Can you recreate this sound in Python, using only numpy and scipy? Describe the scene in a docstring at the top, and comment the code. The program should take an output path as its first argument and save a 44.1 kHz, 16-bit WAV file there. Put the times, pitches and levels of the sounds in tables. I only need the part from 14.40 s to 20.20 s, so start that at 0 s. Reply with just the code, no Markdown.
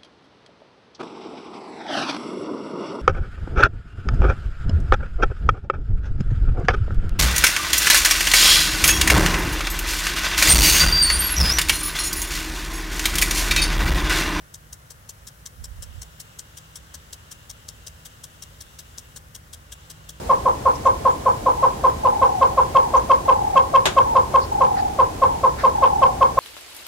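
"""On a lawn, an impact sprinkler on a tall riser ticks a little over five times a second.
At each tick the arm slaps into the jet, clacks on the frame and swings out through the jet again;
the ground reflects it. The nozzle sizzles and spray patters on grass and leaves.
A distant engine drones, and one gust of wind buffets the microphone."""
import sys
import numpy as np
from scipy import signal
from scipy.fft import rfft, irfft, next_fast_len
from scipy.io import wavfile
from scipy.ndimage import uniform_filter1d, map_coordinates

SR = 44100
rng = np.random.default_rng(int(sys.argv[2]) if len(sys.argv) > 2 else 0)


def store_pcm(level_fs):
    """Save levels as 16-bit WAV."""
    pcm = np.round(np.clip(level_fs, -1, 1) * 32767).astype(np.int16)
    wavfile.write(sys.argv[1], SR, np.atleast_2d(pcm).T)


N = 255780

# swings of the arm: clack_s, relative_clack_db
SWINGS = [(0.1453, -29), (0.3311, -30), (0.5093, -45), (0.6964, -30), (0.875, -34), (1.0628, -23.5),
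          (1.246, -39), (1.4287, -35), (1.6209, -30), (1.8051, -28), (1.994, -24), (2.1765, -45),
          (2.361, -36), (2.546, -28), (2.7327, -25.5), (2.918, -41), (3.1023, -27.5), (3.289, -25),
          (3.473, -31.5), (3.6586, -35.5), (3.8422, -30), (4.0277, -31.5), (4.2116, -34.5), (4.394, -32),
          (4.5835, -24.5), (4.7662, -36), (4.9532, -30.5), (5.1358, -34), (5.325, -34.5), (5.5048, -35),
          (5.6953, -32.5)]
# passes of the jet over foliage: start_s, end_s, patter_db
FOLIAGE_PASSES = [(1.53, 4.65, -57.5), (5.4, 5.8, -56.5)]


def amp(db):
    """Decibels to gain."""
    return 10 ** (np.asarray(db) / 20)


def unit(x):
    """Scaled to rms 1."""
    return x / np.sqrt(np.mean(x ** 2) + 1e-20)


def along(table, hz):
    """The columns of a table read on a log-frequency axis."""
    table_hz, *columns = np.transpose(table)
    return [np.interp(np.log(hz + 1), np.log(table_hz), column) for column in columns]


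def wobble(rate):
    """A smooth random curve, rate knots a second."""
    return map_coordinates(rng.standard_normal(int(N * rate / SR) + 4), [np.arange(N) * rate / SR])


def swell(start, end, rise_s, fall_s):
    """A gain of 1 from start to end; it climbs 20 dB per rise_s before and drops 20 dB per fall_s after."""
    t = np.arange(N) / SR
    return amp(-20 * np.clip(np.maximum((start - t) / rise_s, (t - end) / fall_s), 0, 10))


def filtered(x, response):
    """x through a complex frequency response."""
    m = next_fast_len(N + SR // 2)
    return irfft(rfft(x, m) * response(np.fft.rfftfreq(m, 1 / SR)), m)[..., :N]


def placed(pair, table):
    """Two unrelated signals given an EQ, a pan (positive is left) and a stereo correlation; rms 1."""
    m = next_fast_len(N + SR // 2)
    db, pan_db, correlation = along(table, np.fft.rfftfreq(m, 1 / SR))
    width = np.arccos(np.clip(correlation, -1, 1)) / 2
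    mid, side = rfft(pair, m) * [np.cos(width), np.sin(width)]
    pan = amp([pan_db / 2, -pan_db / 2])
    spectrum = np.array([mid + side, mid - side]) * amp(db) * pan / np.hypot(*pan)
    return unit(irfft(spectrum, m)[:, :N])


def patchy(pair, depth_db, order=5, size=512):
    """Patches of random gain, a few hundred hertz wide and some tens of milliseconds long."""
    spectra = signal.stft(pair, nperseg=size)[2]
    patches = uniform_filter1d(rng.standard_normal(spectra.shape[1:]), order, axis=0)
    patches = uniform_filter1d(patches, 2 * order, axis=1)
    return signal.istft(spectra * amp(depth_db * unit(patches)), nperseg=size)[1][:, :N]


def drops(rate, spread_db):
    """Two streams of drop impacts of scattered sizes, each about rate a second; rms 1."""
    hits = (rng.random((2, N)) < rate / SR) * rng.choice([-1, 1], (2, N))
    return unit(hits * amp(spread_db * np.clip(rng.standard_normal((2, N)), -2, 2)))


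def on_foliage():
    """One envelope per pass, as the jet moves onto the leaves and off again."""
    return [swell(start, end, rise_s=0.42, fall_s=0.29) for start, end, _ in FOLIAGE_PASSES]


def grass_hiss(level_db=-54.5, lift_db=1.5, flutter_db=0.1, lag_s=0.00034):
    """Drops hiss on the grass, a little louder while the jet is on the foliage."""
    # colour of wet grass: freq_hz, eq_db, pan_db, correlation
    grass_eq = [(200, -7, 0, 0.41), (322, -1.5, -3, 0.029), (520, 3.5, -1, 0.39), (717, -1.5, -2, 0.72),
                (1430, 4, 1, 0.51), (1945, -1.5, 0.5, 0.0075), (2410, -7, -5.5, 0), (3100, -6.5, 3, 0.39),
                (4450, -10, -1, 0.065), (5500, -10, 6, 0.2), (8000, -11.5, 4, 0), (15000, -29, 2, 0)]
    hiss = rng.standard_normal((2, N)) + drops(rate=2500, spread_db=2)
    hiss = placed(patchy(hiss, depth_db=0.58), grass_eq)
    # the hiss reaches the left microphone port a little later
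    hiss = filtered(hiss, lambda hz: np.exp(1j * np.pi * hz * lag_s * np.array([[-1], [1]])))
    return amp(level_db + lift_db * np.max(on_foliage(), axis=0) + flutter_db * wobble(13)) * hiss


def leaf_patter(stray_db=-67, flutter_db=0.1):
    """Coarser patter swells as the jet sweeps over foliage, with stray drops in between."""
    # colour of drops on leaves: freq_hz, eq_db, pan_db, correlation
    leaf_eq = [(2300, -42, -13, 0), (2490, -9, 11, -0.4), (2774, 4, 2.5, -0.47), (3340, -4, 3.5, 0.41),
               (3740, -4.5, -4.5, 0.67), (4400, -11, 0, -0.058), (5400, -9, -1, -0.26),
               (7950, -7.5, 4, 0.65), (9400, -20, 1, 0), (15200, -17, -3, -0.047)]
    passes = sum(amp(db) * envelope for (_, _, db), envelope in zip(FOLIAGE_PASSES, on_foliage()))
    patter = placed(patchy(drops(rate=3000, spread_db=0), depth_db=2), leaf_eq)
    return np.hypot(amp(stray_db), passes) * amp(flutter_db * wobble(17)) * patter


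def nozzle_sizzle(flutter_db=0.1):
    """The jet leaves the nozzle with a treble sizzle that slowly rises and falls."""
    # colour of the jet: freq_hz, eq_db, pan_db, correlation
    jet_eq = [(3000, -42, -2, .3), (5400, -4, 3, .2), (8040, -7, 6, 0.25), (9650, -5.5, 8, 0.14),
              (10700, -1, -1, 0), (13100, -5, 1, 0.046), (14400, -7, 17, 0), (16100, -1, 15, 0)]
    # level ride of the sizzle: time_s, level_db
    ride = [(0, -58.5), (1.25, -56), (2.4, -60), (3.7, -58), (4.7, -57.3), (5.45, -63)]
    level_db = np.interp(np.arange(N) / SR, *np.transpose(ride))
    jet = rng.standard_normal((2, N)) + drops(rate=5300, spread_db=7)
    jet = placed(patchy(jet, depth_db=1.0), jet_eq)
    return amp(level_db + flutter_db * wobble(40)) * jet


def engine(start_db=-51.5, growth_db_per_s=0.3, drift=0.0048, waver_db=3.0):
    """A far engine, slowly growing: low rumble with a few wavering tones."""
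    # engine tones: pitch_hz, relative_db
    partials = [(78, -11), (104, -9.5), (131, -24.5), (156, -11.5), (239.5, -24), (313, -25.5)]
    # colour of the rumble: freq_hz, eq_db, pan_db, correlation
    rumble_eq = [(18, -36, -2, .7), (35.2, -13, 8, 0.66), (59.7, 0.5, -3, 0.94), (83, -6.5, 0.5, 1),
                 (132, -9.5, 2.5, 0.85), (176, -14, -2, 0.97), (266, -24, 0, 0.88), (450, -39.5, 4.5, 0.15)]
    level_db = start_db + growth_db_per_s * np.arange(N) / SR
    clock = np.cumsum(1 + drift * wobble(3)) / SR
    tones = np.zeros(N)
    for hz, db in partials:
        gain = np.sqrt(2) * amp(db + waver_db * wobble(4))
        tones += gain * np.sin(2 * np.pi * (hz * clock + rng.random()))
    return amp(level_db) * (tones + placed(rng.standard_normal((2, N)), rumble_eq))


def body_db(s, start_db=-9.5, growth_db_per_s=2.5):
    """The ticks grow fuller in their low range as the head turns."""
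    return start_db + growth_db_per_s * s


def splashes(entry_db=-37, exit_db=-39.5, entry_scatter_db=0.03, exit_scatter_db=1.1,
             lead_s=0.0041, lag_s=0.008, entry_hold_s=0.0045, exit_hold_s=0.0021,
             body_share=0.45, body_hz=3200, body_width_hz=650,
             off_axis_db=-4, turn_s=0.76, ragged_db=2.0):
    """The arm's spoon shatters the jet twice a swing: going in before the clack and coming out after."""
    # colour of the shattered jet: freq_hz, eq_db, pan_db, correlation
    splash_eq = [(544, -11.5, 2.5, 0.73), (1190, -10.5, 8, .4), (1880, -10.5, -6, 0.89),
                 (2525, -19, 8, 0.44), (3050, -4, 5, 1), (4580, -8.5, -0.5, 0.31), (5570, 0.5, 7.5, 0.95),
                 (6570, -1.5, 0.5, 0.29), (8460, 0, 15.5, 0.98), (8620, -4, 4.5, 0.86),
                 (10400, -3, 4.5, -0.21), (12700, -6.5, 1, -0.037), (14500, -9.5, 8, -.1),
                 (15700, -8, 3, 0.073)]
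    t, power = np.arange(N) / SR, np.zeros(N)
    for clack_s, _ in SWINGS:
        enters, exits = clack_s - lead_s, clack_s + lag_s
        slap_in = swell(enters, enters + entry_hold_s, rise_s=0.0049, fall_s=0.02)
        slap_out = swell(exits, exits + exit_hold_s, rise_s=0.0091, fall_s=0.0084)
        power += (amp(entry_db - entry_scatter_db * rng.standard_normal()) * slap_in) ** 2
        power += (amp(exit_db - exit_scatter_db * rng.standard_normal()) * slap_out) ** 2
    water = rng.standard_normal((2, N)) + amp(-3) * drops(rate=3000, spread_db=1.0)
    # no two splashes break up alike, so each has its own colour
    water = placed(patchy(water, depth_db=2.5), splash_eq)
    # the splash fills out along with the clack
    body = filtered(water, lambda hz: np.exp(-((hz - body_hz) / body_width_hz) ** 4))
    water = water + (amp(body_share * body_db(t)) - 1) * body
    # softer at first, until the head has turned towards the listener
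    facing = amp(off_axis_db * np.clip(1 - t / turn_s, 0, 1))
    # the sheet of water tears unevenly from one millisecond to the next
    return facing * np.sqrt(power) * unit(water * amp(ragged_db * wobble(800)))


def clacks(gain_db=15, vary_db=1.5, body_hz=4100, body_scatter_db=3.5,
           scuff_db=-8, scuff_t60_s=0.0036, rattle_db=-9, rattle_t60_s=0.054, size=1024):
    """The arm strikes the wet frame: a dead blow, a brief scuff and a faint rattle, never twice alike."""
    # colour of the struck frame: freq_hz, eq_db, pan_db
    frame_eq = [(1800, -28, 7), (2460, -38, 3), (2890, -4, -3), (3780, -2.5, 7), (4800, -1.5, -5.5),
                (6000, 2.5, 14.5), (7200, -4, -13), (7770, -5.5, 33), (9000, -28, -27), (10200, -8, 0),
                (15500, -31, -11)]
    out, t = np.zeros((2, N + 2 * size)), np.arange(size) / SR
    hz = np.fft.rfftfreq(size, 1 / SR)
    eq_db, pan_db = along(frame_eq, hz)
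    low_shelf = .5 - .5 * np.tanh(10 * (hz / body_hz - 1))
    for clack_s, clack_db in SWINGS:
        colour = eq_db + (body_db(clack_s) + body_scatter_db * rng.standard_normal()) * low_shelf
        colour += vary_db * signal.resample(rng.standard_normal(16), len(hz))
        click = np.fft.fftshift(irfft(amp([colour + pan_db / 2, colour - pan_db / 2])), axes=1)
        scuff = rng.standard_normal(size) * amp(-60 * t / scuff_t60_s)
        rattle = rng.standard_normal((2, size)) * amp(-60 * t / rattle_t60_s)
        blow = (t == 0) + amp(scuff_db) * scuff / np.linalg.norm(scuff)
        blow = blow + amp(rattle_db) * rattle / np.linalg.norm(rattle[0])
        hit = signal.fftconvolve(blow, click, axes=1)
        hit *= np.sqrt(2) / np.linalg.norm(hit)
        start = round(clack_s * SR) - size // 2
        out[:, start:start + hit.shape[1]] += amp(clack_db + gain_db) * hit
    return out[:, :N]


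def over_ground(direct, bounce=0.52, cutoff_hz=10500, start_lag_s=.00186, end_lag_s=.00182):
    """The lawn returns a weaker, duller copy just after the direct sound, which combs the treble."""
    dull = filtered(direct, lambda hz: bounce / (1 + (hz / cutoff_hz) ** 4))
    # the lag shortens as the microphone moves
    read_at = np.arange(N) - SR * np.linspace(start_lag_s, end_lag_s, N)
    return direct + np.array([map_coordinates(side, [read_at], order=5) for side in dull])


def wind_gust(breeze_db=-69, lump_db=2):
    """Over a faint breeze, one gust tumbles across the microphone ports in three puffs."""
    # puffs of the gust: start_s, end_s, level_db
    puffs = [(1.218, 1.235, -34), (1.32, 1.495, -38), (1.565, 1.587, -34.5)]
    # colour of the buffeting: freq_hz, eq_db, pan_db, correlation
    buffet_eq = [(18, -18, -5, .2), (35, 5, -20, .2), (65, 8.5, -9, 0.27), (96, 1, -2, 0.44),
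                 (135, -19, -21, .4), (260, -60, 3, 0.42)]
    gust = sum(amp(db) * swell(start, end, rise_s=0.054, fall_s=0.054) for start, end, db in puffs)
    envelope = (amp(breeze_db) + gust) * amp(lump_db * wobble(17.64))
    return envelope * placed(rng.standard_normal((2, N)), buffet_eq)


def scene():
    """The sprinkler over its bed of spray, drone and wind."""
    ticks = over_ground(splashes() + clacks())
    spray = grass_hiss() + leaf_patter() + nozzle_sizzle()
    return ticks + spray + engine() + wind_gust()


def record(dry, top_hz=15900):
    """A brick-wall low-pass takes off the highest treble."""
    return filtered(dry, lambda hz: hz < top_hz)


dry = scene()
out = record(dry)
store_pcm(out)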